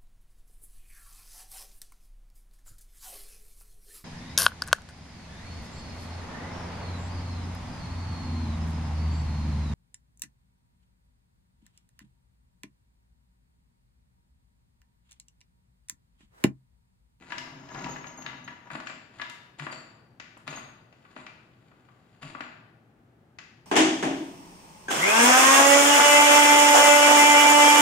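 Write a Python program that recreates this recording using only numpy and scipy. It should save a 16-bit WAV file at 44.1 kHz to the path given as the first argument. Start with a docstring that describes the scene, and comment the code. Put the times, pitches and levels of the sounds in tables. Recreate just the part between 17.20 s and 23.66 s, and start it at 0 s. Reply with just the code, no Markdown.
"""In a small hard garage a steel floor jack is rolled over concrete under a motorcycle, then pumped.
First a caster scuffs and the wheels rumble and grind, made of filtered noise and tiny impacts; the dry axle
sings and squeals as unsteady high tones, and the frame knocks as short bursts of force ring its resonances.
Then the handle clunks in its socket in the same way, while the pivot scrapes and squeaks, the chassis booms
and the ram slides faintly. Air murmurs throughout, and dense reflections ring after every sound of the jack."""
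import sys
import numpy as np
from scipy import signal
from scipy.fft import rfft, irfft
from scipy.io import wavfile

SR = 44100
rng = np.random.default_rng(int(sys.argv[2]) if len(sys.argv) > 2 else 0)


def log_audio(samples):
    """Write samples as a 16-bit WAV file to the path given in sys.argv[1]."""
    # one column per channel
    frames = np.atleast_2d(samples).T
    # limit to full scale, then quantise
    limited = np.clip(frames, -1, 1)
    pcm = np.round(limited * 32767).astype(np.int16)
    wavfile.write(sys.argv[1], SR, pcm)


N = 284828  # length in samples
TIME = np.arange(N) / SR  # seconds


def amp(db):
    """Decibels to gain."""
    return 10 ** (np.asarray(db) / 20)


def unit(x):
    """Scales a sound to an rms of 1."""
    return x / np.sqrt(np.mean(x ** 2) + 1e-20)


def read(points, hz):
    """Reads a table of (Hz, value) between its rows, on a log-frequency axis."""
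    table_hz, value = np.transpose(points)
    return np.interp(np.log(hz + 1), np.log(table_hz + 1), value)


def follow(s, db):
    """Gain along a level curve, silent outside it."""
    gate = np.interp(TIME, [s[0] - .01, s[0], s[-1], s[-1] + 0.021], [0, 1, 1, 0])
    return amp(np.interp(TIME, s, db)) * gate


def add(mix, s, sound):
    """Mixes a sound in at a time in seconds."""
    part = mix[max(0, round(s * SR)):][:len(sound)]
    part += sound[:len(part)]


def colour(x, points):
    """Filters a sound to the given spectrum without any response before the sound itself."""
    gain_db = np.maximum(read(points, abs(np.fft.fftfreq(4096, 1 / SR))), -100)
    log_gain = np.log(amp(gain_db))
    # this phase gathers the response as early as possible
    response = np.exp(np.conj(signal.hilbert(log_gain)))
    taps = np.fft.ifft(response).real[:2048]
    return signal.oaconvolve(x, taps)[:len(x)]


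def resonate(x, hz, width):
    """One resonance of gain 1 at its centre; a narrower width in Hz rings longer."""
    r = np.exp(-np.pi * abs(width) / SR)
    return signal.lfilter([1 - r, 0, r - 1], [1, -2 * r * np.cos(2 * np.pi * hz / SR), r * r], x)


def ring(x, modes):
    """The resonances of a steel part answering a force."""
    return sum(amp(db) * resonate(x, hz, width) for hz, width, db in modes)


def wander(size, hz):
    """Smooth random drift with an rms of 1, slower for a lower Hz."""
    f = np.fft.rfftfreq(size, 1 / SR)
    spectrum = rfft(rng.standard_normal(size))
    return unit(irfft(spectrum * np.exp(-(f / hz) ** 2), size))


def friction(clump_db, clump_hz):
    """Countless tiny contacts that come in clumps."""
    return unit(rng.standard_normal(N) * amp(clump_db * wander(N, clump_hz)))


def chatter(decay, rise, order=4096):
    """A brief volley of contacts with a nearly even spectrum and an energy of 1."""
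    t = np.arange(order) / SR
    shape = (1 - np.exp(-(t / rise) ** 2)) * np.exp(-t / max(decay, .001))
    volley = rng.standard_normal(order) * shape
    # level the spectrum, then shape it in time again
    for _ in range(2):
        z = rfft(volley)
        volley = irfft(z / (abs(z) + 1e-12)) * np.sqrt(shape)
    return volley / np.linalg.norm(volley)


def grains(per_s, spread_db, decay):
    """Separate tiny impacts of random size, each with one of four random volleys."""
    struck = rng.random(N) < per_s / SR
    sizes = amp(spread_db * np.minimum(rng.exponential(1, N), 3.5)) * struck
    kind = rng.integers(0, 4, N)
    volleys = [signal.oaconvolve(sizes * (kind == k), chatter(decay, 0.00047))[:N] for k in np.unique(kind)]
    return unit(sum(volleys))


# How alike left and right are. Each row: frequency in Hz, likeness from 0 to 1.
SAME = [(60, 0.88), (130, 1), (290, 0.9), (640, 0.69), (1410, 0), (3100, 0), (6820, 0.44), (15000, 0.05)]


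def pair(a, b, spread=2):
    """Two unrelated signals become a field at two microphones: alike in the bass, less so the wider it spreads."""
    same = np.clip(read(SAME, np.fft.rfftfreq(len(a), 1 / SR)), .05, 1) ** abs(spread)
    right = irfft(same * rfft(a) + np.sqrt(1 - same ** 2) * rfft(b), len(a))
    return np.array([a, right])


# Spectrum of the murmur of the air. Each row: frequency in Hz, relative level in dB.
AIR = [(21, -61.5), (35, -38.5), (54, -15.5), (90, -12.5), (123, 0.5), (147, -13.5), (216, -10),
       (279, -13.5), (379, -16.5), (650, -21), (778, -17.5), (979, -25.5), (1440, -24.5), (5180, -45),
       (16000, -51)]
AIR_DB = -57.5  # before the trim by level_db
# Low resonances of the room. Each row: frequency in Hz, width in Hz, level in dB before the trim.
DRONE = [(127, 23, -76), (160.4, 6.8, -67), (207, 95, -72), (334, 34, -73.5)]


def air(level_db=-2, drone_db=-1, right_db=-2.5):
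    """Steady background murmur of the air, as filtered noise, with the low resonances of the room."""
    murmur = pair(*(unit(colour(rng.standard_normal(N), AIR)) for _ in range(2)))
    noise = rng.standard_normal(N)
    drone = np.zeros(N)
    for hz, width, db in DRONE:
        # two passes at double width make steeper sides
        once = resonate(noise, hz, 2 * width)
        drone += amp(db) * unit(resonate(once, hz, 2 * width))
    return (amp(AIR_DB + level_db) * murmur + amp(drone_db) * drone) * amp([[0], [right_db]])


# How long the garage rings. Each row: frequency in Hz, seconds to die away by 60 dB.
GARAGE = [(120, 0.77), (300, 1), (700, 0.91), (1500, 0.78), (3000, 0.79), (5000, 0.79), (7500, 0.5),
          (14000, 0.73)]


def tails(build):
    """Dense reflections that build up quickly and die by band, for two microphones."""
    t = np.arange(SR) / SR
    hz, when, z = signal.stft(rng.standard_normal((2, SR)), SR, nperseg=256)
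    fade = amp(-60 * when / read(GARAGE, hz)[:, None])
    echo = signal.istft(z * fade, SR, nperseg=256)[1][:, :SR]
    echo = pair(*(echo * (1 - np.exp(-(t / build) ** 2))))
    return echo / np.linalg.norm(echo[0])


def garage(x, build=0.0072, shift_hz=1.3, count=3):
    """Sounds come from changing places on the jack, so their pattern of reflections keeps changing."""
    room = np.zeros((2, N))
    for k in range(count):
        share = np.sqrt(2 / count) * np.cos(2 * np.pi * shift_hz * TIME + np.pi * k / count)
        room += signal.fftconvolve((x * share)[None], tails(build), axes=1)[:, :N]
    return room


# The jack is shoved into place. Each row: time in seconds, rumble in dB, grinding in dB, both before trims.
ROLL = [(0, -52, -62), (.08, -68, -63), (.13, -53, -47), (.26, -50.5, -53), (.42, -50.5, -53),
        (.49, -54, -49), (.55, -43.5, -40), (.68, -35, -41.5), (.78, -60, -48.5), (.85, -55.5, -53),
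        (1.1, -46, -48.5), (1.22, -52, -61), (1.3, -55, -52.5), (1.42, -77, -67), (1.48, -68, -52)]
# Spectra of the rumble, the grinding and the cracking grit. Each row: frequency in Hz, relative level in dB.
RUMBLE = [(30, -46), (60, -27), (100, -27), (120, -7), (138, 7.5), (160, -4.5), (190, -7.5), (220, -12.5),
          (250, 0.5), (285, -6.5), (330, -11), (400, -13.5), (480, -39), (800, -60)]
GRIND = [(300, -4), (500, -5), (780, 2.5), (1000, 1.5), (1600, -1), (2400, -7.5), (3500, -31.5),
         (8000, -57.5)]
GRIT = [(1000, -31), (2500, -7.5), (4000, -9.5), (5300, -10.5), (7400, -11), (8200, -38), (15000, -37)]
# Resonances of the frame. Each row: frequency in Hz, width in Hz, dB over the plain sound.
FRAME = [(639, 70, 6.5), (965, 22, 16.5), (1160, 14, 7), (1380, 78, 0.5), (1689, 37, 9.5), (1994, 65, 1),
         (2735, 44, 0), (2942, 28, 5), (3896, 48, 0), (3610, 48, -3), (5370, 33, 4)]


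def wheels(rumble_db=-2, grind_db=-1, grit_db=-12, ring_db=-6):
    """Steel wheels on concrete: bumps rumble, grains of grit crack and ring the frame."""
    s, rumble, grind = np.transpose(ROLL)
    low = unit(colour(friction(2.5, 46), RUMBLE)) * follow(s, rumble + rumble_db)
    mid = colour(friction(3.8, 65), GRIND)
    mid = unit(mid + amp(ring_db) * ring(mid, FRAME)) * follow(s, grind + grind_db)
    high = colour(grains(per_s=450, spread_db=-2.5, decay=0.002), GRIT)
    high = unit(high + ring(high, FRAME)) * follow(s, grind + grit_db)
    return low + mid + high


# Partials of a squeal. Each row: multiple of the pitch, relative level in dB.
SQUEAL_PARTIALS = [(0.999, 12.5), (1.836, -13.5), (2.277, -17)]


def whistle(hz, waver=0.007, flutter_db=3):
    """Stick and slip holds one high, unsteady note with inharmonic partials."""
    size = max(len(hz), SR)
    turns = np.cumsum(hz * (1 + waver * wander(size, 200)[:len(hz)])) / SR
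    tone = sum(amp(db) * np.sin(2 * np.pi * k * turns) for k, db in SQUEAL_PARTIALS)
    return unit(tone * amp(flutter_db * wander(size, 55)[:len(hz)]))


# Squeals of dry steel. Each row: start in seconds, length in seconds, settled pitch in Hz, relative level in dB.
SQUEALS = [(0.691, 0.057, 6615, -57.5), (0.862, .08, 6530, -64), (0.972, 0.087, 6520, -59),
           (1.242, 0.016, 6500, -64.5), (2.509, .11, 4560, -61.5), (3.301, .016, 6600, -61.5),
           (3.358, 0.042, 6490, -58.5)]
CATCH_HZ, CATCH_S = 116, 0.026  # a squeal starts this much sharp, and settles with this time constant
SQUEAL_FADE_DB_PER_S = -110
AXLE_HZ, AXLE_DB = 6540, -17  # level against the grinding of the wheels


def squeal(level_db=14.0):
    """A dry axle sings faintly while the wheels roll; now and then the steel catches and squeals aloud."""
    s, _, grind = np.transpose(ROLL)
    out = follow(s, grind + AXLE_DB) * whistle(np.full(N, AXLE_HZ), waver=0.0089, flutter_db=5.5)
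    for s, length, hz, db in SQUEALS:
        t = np.arange(0, length, 1 / SR)
        level = amp(db + level_db + SQUEAL_FADE_DB_PER_S * t) * signal.windows.tukey(len(t), .15)
        add(out, s, level * whistle(hz + CATCH_HZ * np.exp(-t / CATCH_S)))
    return out


# The handle turns round and takes up the load. Each row: start in seconds, length in seconds,
# then relative levels in dB of the scrape, the squeak and the shudder of the chassis.
STROKES = [(1.499, 0.068, -45.5, -78, -53.5), (2.381, 0.085, -48.5, -59, -46.5),
           (3.26, 0.14, -47, -76, -52), (3.956, 0.066, -54, -83, -67), (5.011, 0.1, -49.5, -65, -49.5)]
SHUDDER_HZ, SHUDDER_S, SHUDDER_LAG_S = 147.4, 0.055, 0.01753  # pitch, length, delay after the stroke starts


def chassis(overtone=1.85, overtone_db=-11, level_db=5.0):
    """At each stroke the whole jack shudders on its wheels for a few cycles."""
    out, t = np.zeros(N), np.arange(0, SHUDDER_S, 1 / SR)
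    shudder = np.sin(2 * np.pi * SHUDDER_HZ * t)
    shudder += amp(overtone_db) * np.sin(2 * np.pi * SHUDDER_HZ * overtone * t)
    shudder = unit(shudder * np.sin(np.pi * t / SHUDDER_S))
    for s, *_, db in STROKES:
        add(out, s + SHUDDER_LAG_S, amp(db + level_db) * shudder)
    return out


# The dry pivot slips once more after a stroke. Each row: start in seconds, relative level in dB.
SLIPS = [(1.659, -51), (2.514, -45), (5.194, -62)]
SLIP_RISE_S, SLIP_DECAY_S = 0.0017, 0.049
SLIP_SCRAPE_DB = -6  # scrape against the level of the slip
# A caster swivels and scuffs. Each row: start in seconds, length in seconds, relative final level in dB.
SCUFFS = [(0, 0.13, -48.5), (1.927, 0.098, -50)]
SCUFF_SWELL_DB = 10  # rise from start to end
# The ram slides under load. Each row: time in seconds, relative level in dB.
SLIDE = [(3.55, -80), (3.9, -60), (4.2, -69), (4.5, -67), (4.7, -69), (5.0, -63)]
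# Spectrum of scraping steel. Each row: frequency in Hz, relative level in dB.
SCRAPE = [(120, -4.5), (250, 0.5), (350, 8), (480, -8), (700, 2.5), (950, 1), (2000, 0), (2850, 0),
          (3600, -2), (4750, -3.5), (5700, -18), (7400, -3.5), (8100, -23), (9200, -13), (15000, -55)]
# Resonances of the handle. Each row: frequency in Hz, width in Hz, dB over the plain sound.
HANDLE = [(633, 17.5, 3.5), (773, 3.2, 2), (962, 110, 0), (1150, 78, 2.5), (1444, 110, 3), (1690, 99, -5),
          (1964, 53, 2), (2354, 7.9, 5.5), (2580, 130, -2.5), (4560, 110, -23), (6780, 160, -25)]
# Squeaking modes. Each row: frequency in Hz, typical pitch drift in Hz, relative level in dB.
PIVOT = [(4560, 73, -9), (6980, 38.7, -6), (7700, 56, -17), (7320, 240, -4)]
SQUEAK_FLUTTER_DB = 6  # rms


def pivot(scrape_db=2.0, squeak_db=-2, slide_db=-3):
    """The handle scrapes in small jerks and squeaks as it turns; the ram slides faintly, and a caster scuffs."""
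    rub, squeak = np.zeros(N), np.zeros(N)
    for s, length, db, shrill_db, _ in STROKES:
        stroke = signal.windows.tukey(int(length * SR), .2)
        add(rub, s, amp(db + scrape_db) * stroke)
        add(squeak, s, amp(shrill_db + squeak_db) * stroke)
    slip = np.minimum(TIME / SLIP_RISE_S, 1) * np.exp(-TIME / SLIP_DECAY_S)
    for s, db in SLIPS:
        add(rub, s, amp(db + SLIP_SCRAPE_DB) * slip)
        add(squeak, s, amp(db + squeak_db) * slip)
    for s, length, db in SCUFFS:
        rub = rub + follow([s, s + length], [db - SCUFF_SWELL_DB, db])
    s, db = np.transpose(SLIDE)
    rasp = rub * grains(per_s=600, spread_db=-1.0, decay=0.0006)
    rasp = rasp + follow(s, db + slide_db) * friction(3.7, 100)
    steel = colour(rasp, SCRAPE)
    # ringing and colour leave the overall level of the rasp as it was
    steel = unit(steel + ring(steel, HANDLE)) * np.std(rasp)
    # each squeaking mode is driven steadily by the slip and wavers in pitch and strength
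    shrill = np.zeros(N)
    for hz, width, db in PIVOT:
        flutter = amp(db + SQUEAK_FLUTTER_DB * wander(N, 74))
        turns = np.cumsum(hz + width * wander(N, 187.8)) / SR
        shrill += flutter * np.sin(2 * np.pi * turns)
    return steel + squeak * unit(shrill)


# Thin, bright snaps of dry steel letting go. Each row: start in seconds, relative level in dB.
SNAPS = [(0.181, -50.5), (1.513, -56.5), (2.0963, -50), (2.3955, -54.5), (2.518, -56), (3.174, -58.5),
         (3.2763, -52), (5.028, -56.5)]
CATCH_SNAP_DB = -4  # snap at the start of every squeal, against that squeal's table level
# Spectrum of a snap. Each row: frequency in Hz, relative level in dB.
SNAP = [(1500, -55), (4000, -41), (6000, -1), (7500, 10), (8100, 1), (9300, 3), (15000, -14)]


def snaps(decay=0.0068, rise=0.00046, level_db=0):
    """Stuck steel breaks free with a thin tick, some of them at the start of a squeal."""
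    out = np.zeros(N)
    catches = [(s, db + CATCH_SNAP_DB) for s, _, _, db in SQUEALS]
    for s, db in list(SNAPS) + catches:
        add(out, s, amp(db + level_db) * np.sqrt(decay * SR) * chatter(decay, rise))
    return colour(out, SNAP)


# Spectrum of a contact. Each row: frequency in Hz, dB of a dull blow, dB of a hard one.
CONTACT = [(650, -1, 1), (1137, -2, 1), (2220, -13, 4), (4240, -29, -3), (6800, -60.5, -3.5),
           (10460, -58.5, -40)]
# Bass weight counts fully up to the first frequency in Hz and not at all from the second.
HEAVY_HZ = [600, 1200]
# Colour common to all blows. Each row: frequency in Hz, relative level in dB.
STEEL = [(80, -28), (250, 6.5), (450, -7.5), (650, 1), (900, -2), (1200, 1), (2000, 1.5), (3050, 4),
         (3450, 1), (4900, 4), (5600, -1.5), (7500, 1.5), (8100, -10.5), (9200, 6), (15000, 2)]


def blows(rows, modes, level_db, rise, decay, rattle_db, rattle_s, main_db, main_width, count=4):
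    """A blow is a brief chatter that rings the steel, brighter the harder it is; loose parts rebound after it."""
    force = np.zeros((2, N))
    scale = SR * np.sqrt(.012 / 2000)  # brings chatter of energy 1 to the level of the tables
    hz, dull, hard = np.transpose(CONTACT)
    heavy = np.interp(hz, HEAVY_HZ, [1, 0])
    for s, db, hardness, weight_db, main_hz in rows:
        tone = list(zip(hz, db + dull + hardness * (hard - dull) + weight_db * heavy))
        rebounds = np.cumsum(abs(rattle_s) * (.5 + rng.random(count)))
        for side in force:  # each face of the jack sends out its own chatter
            blow = np.zeros(SR // 5)
            add(blow, 0, chatter(decay, rise))
            for k, wait in enumerate(rebounds):
                add(blow, wait, amp(rattle_db) / np.sqrt(k + 1) * chatter(0.0044, 0.000075))
            blow = colour(blow, tone)
            # the place of contact favours one resonance
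            add(side, s, blow + amp(main_db) * resonate(blow, main_hz, main_width * main_hz))
    force = [amp(level_db) * scale * colour(side, STEEL) for side in force]
    return pair(*(side + ring(side, modes) for side in force), spread=0.98)


# Knocks of the frame and casters. Each row: start in seconds, relative strength in dB, hardness from 0 to 1,
# extra weight in the bass in dB, main ring in Hz.
KNOCKS = [(0.021, -53.5, .1, -22, 2030), (0.1025, -50, 0.82, 0, 1620), (0.1195, -36, 0.62, -11.5, 1600),
          (0.1798, -43.5, 1, -13, 5200), (0.4875, -58.5, 0.9, 5, 5140), (0.5445, -53.5, 0.91, 9, 5150),
          (0.5885, -55.5, 1, 0, 5100), (0.6413, -48, 0.99, 3, 2600), (0.759, -36.5, 0, -24, 1800),
          (0.8405, -38, .1, -32, 2330), (0.8675, -57, 1, 6, 5900), (1.0205, -57.5, 1, -7, 5940),
          (1.061, -37.5, 0.67, -21, 3750), (1.0835, -47, 0.6, -6, 2980), (1.276, -39.5, 0.49, -17.5, 1870),
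          (1.469, -51, 0, -12, 1690), (1.996, -38, .35, -15, 2030), (2.0145, -36.5, .7, -12, 3620),
          (2.0963, -52, 1, -12, 7200)]


def knocks():
    """Blows on the frame and casters ring the resonances of the frame."""
    return blows(KNOCKS, FRAME, level_db=-1.5, rise=0.0015, decay=0.01,
                 rattle_db=-25, rattle_s=0.02, main_db=3, main_width=0.051)


# Clunks of the handle in its socket. Each row: start in seconds, relative strength in dB, hardness from 0 to 1,
# extra weight in the bass in dB, main ring in Hz.
CLUNKS = [(1.502, -37, 0.12, -14, 1720), (1.512, -45, 0.45, -1, 1730), (1.551, -37, 0.4, 0, 1690),
          (1.5998, -50.5, 0.9, 4.5, 1470), (1.6695, -42.5, 0.86, -19, 1700), (1.6965, -47, 0.78, 3, 1790),
          (2.3955, -42, 0.73, -6, 1690), (2.4653, -32.5, 0.16, -6.5, 1870),
          (2.5247, -45.5, 0.81, 2.5, 4320), (2.9978, -49.5, 0.98, -4.5, 1820), (3.167, -53, 0.36, -1, 980),
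          (3.2763, -42, 0.85, -1, 3900), (3.3255, -40.5, 0, -0.5, 1850), (3.373, -39.5, 0, -7.5, 1150),
          (3.725, -65.5, 0.88, 6, 2720), (3.8495, -52.5, .25, -21, 1160), (3.9625, -44.5, 0.5, 3, 1380),
          (4.0643, -48.5, 0.81, -13, 2470), (4.514, -58, 0.25, -2, 1310), (4.6855, -55, 0, -15, 1180),
          (5.0278, -46.5, 0.73, -3, 2720), (5.1485, -39, 0.24, -3, 1160), (5.205, -38.5, 0.64, -2, 1720),
          (6.1853, -50, 1, -7, 1650)]


def clunks():
    """The handle strikes its socket and rings in its own resonances."""
    return blows(CLUNKS, HANDLE, level_db=-2.0, rise=0.0009, decay=0.01,
                 rattle_db=-15.0, rattle_s=.018, main_db=-4.0, main_width=0.12)


# Right side against left. Each row: frequency in Hz, difference in dB.
FAR_SIDE = [(100, -3.5), (250, -1.5), (500, -2.5), (1000, -6), (2000, -6), (4000, -9.5), (8000, -1),
            (14000, 0)]


def scene(blow_wet_db=-1.5, rub_wet_db=-1, boom_wet_db=-5, squeal_wet_db=-4, right_wet_db=1.0):
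    """The jack lies left of the microphones, so the right one hears it later and weaker."""
    hits = knocks() + clunks() + pair(snaps(), snaps())
    rubs, booms, squeals = wheels() + pivot(), chassis(), squeal()
    near = hits + rubs + booms + squeals
    to_room = amp(blow_wet_db) * hits[0] + amp(rub_wet_db) * rubs
    to_room = to_room + amp(boom_wet_db) * booms + amp(squeal_wet_db) * squeals
    room = garage(to_room)
    late = np.pad(near[1], (3, 0))[:N]  # three samples later
    left = near[0] + room[0]
    right = colour(late + amp(right_wet_db) * room[1], FAR_SIDE)
    return np.array([left, right]) + air()


EDGE_HZ = 15900


def record(dry):
    """A steep low-pass filter takes away the very highest treble."""
    taps = signal.firwin(511, EDGE_HZ, window=("kaiser", 9), fs=SR)
    return signal.oaconvolve(dry, taps[None], "same")


dry = scene()
out = record(dry)
log_audio(out)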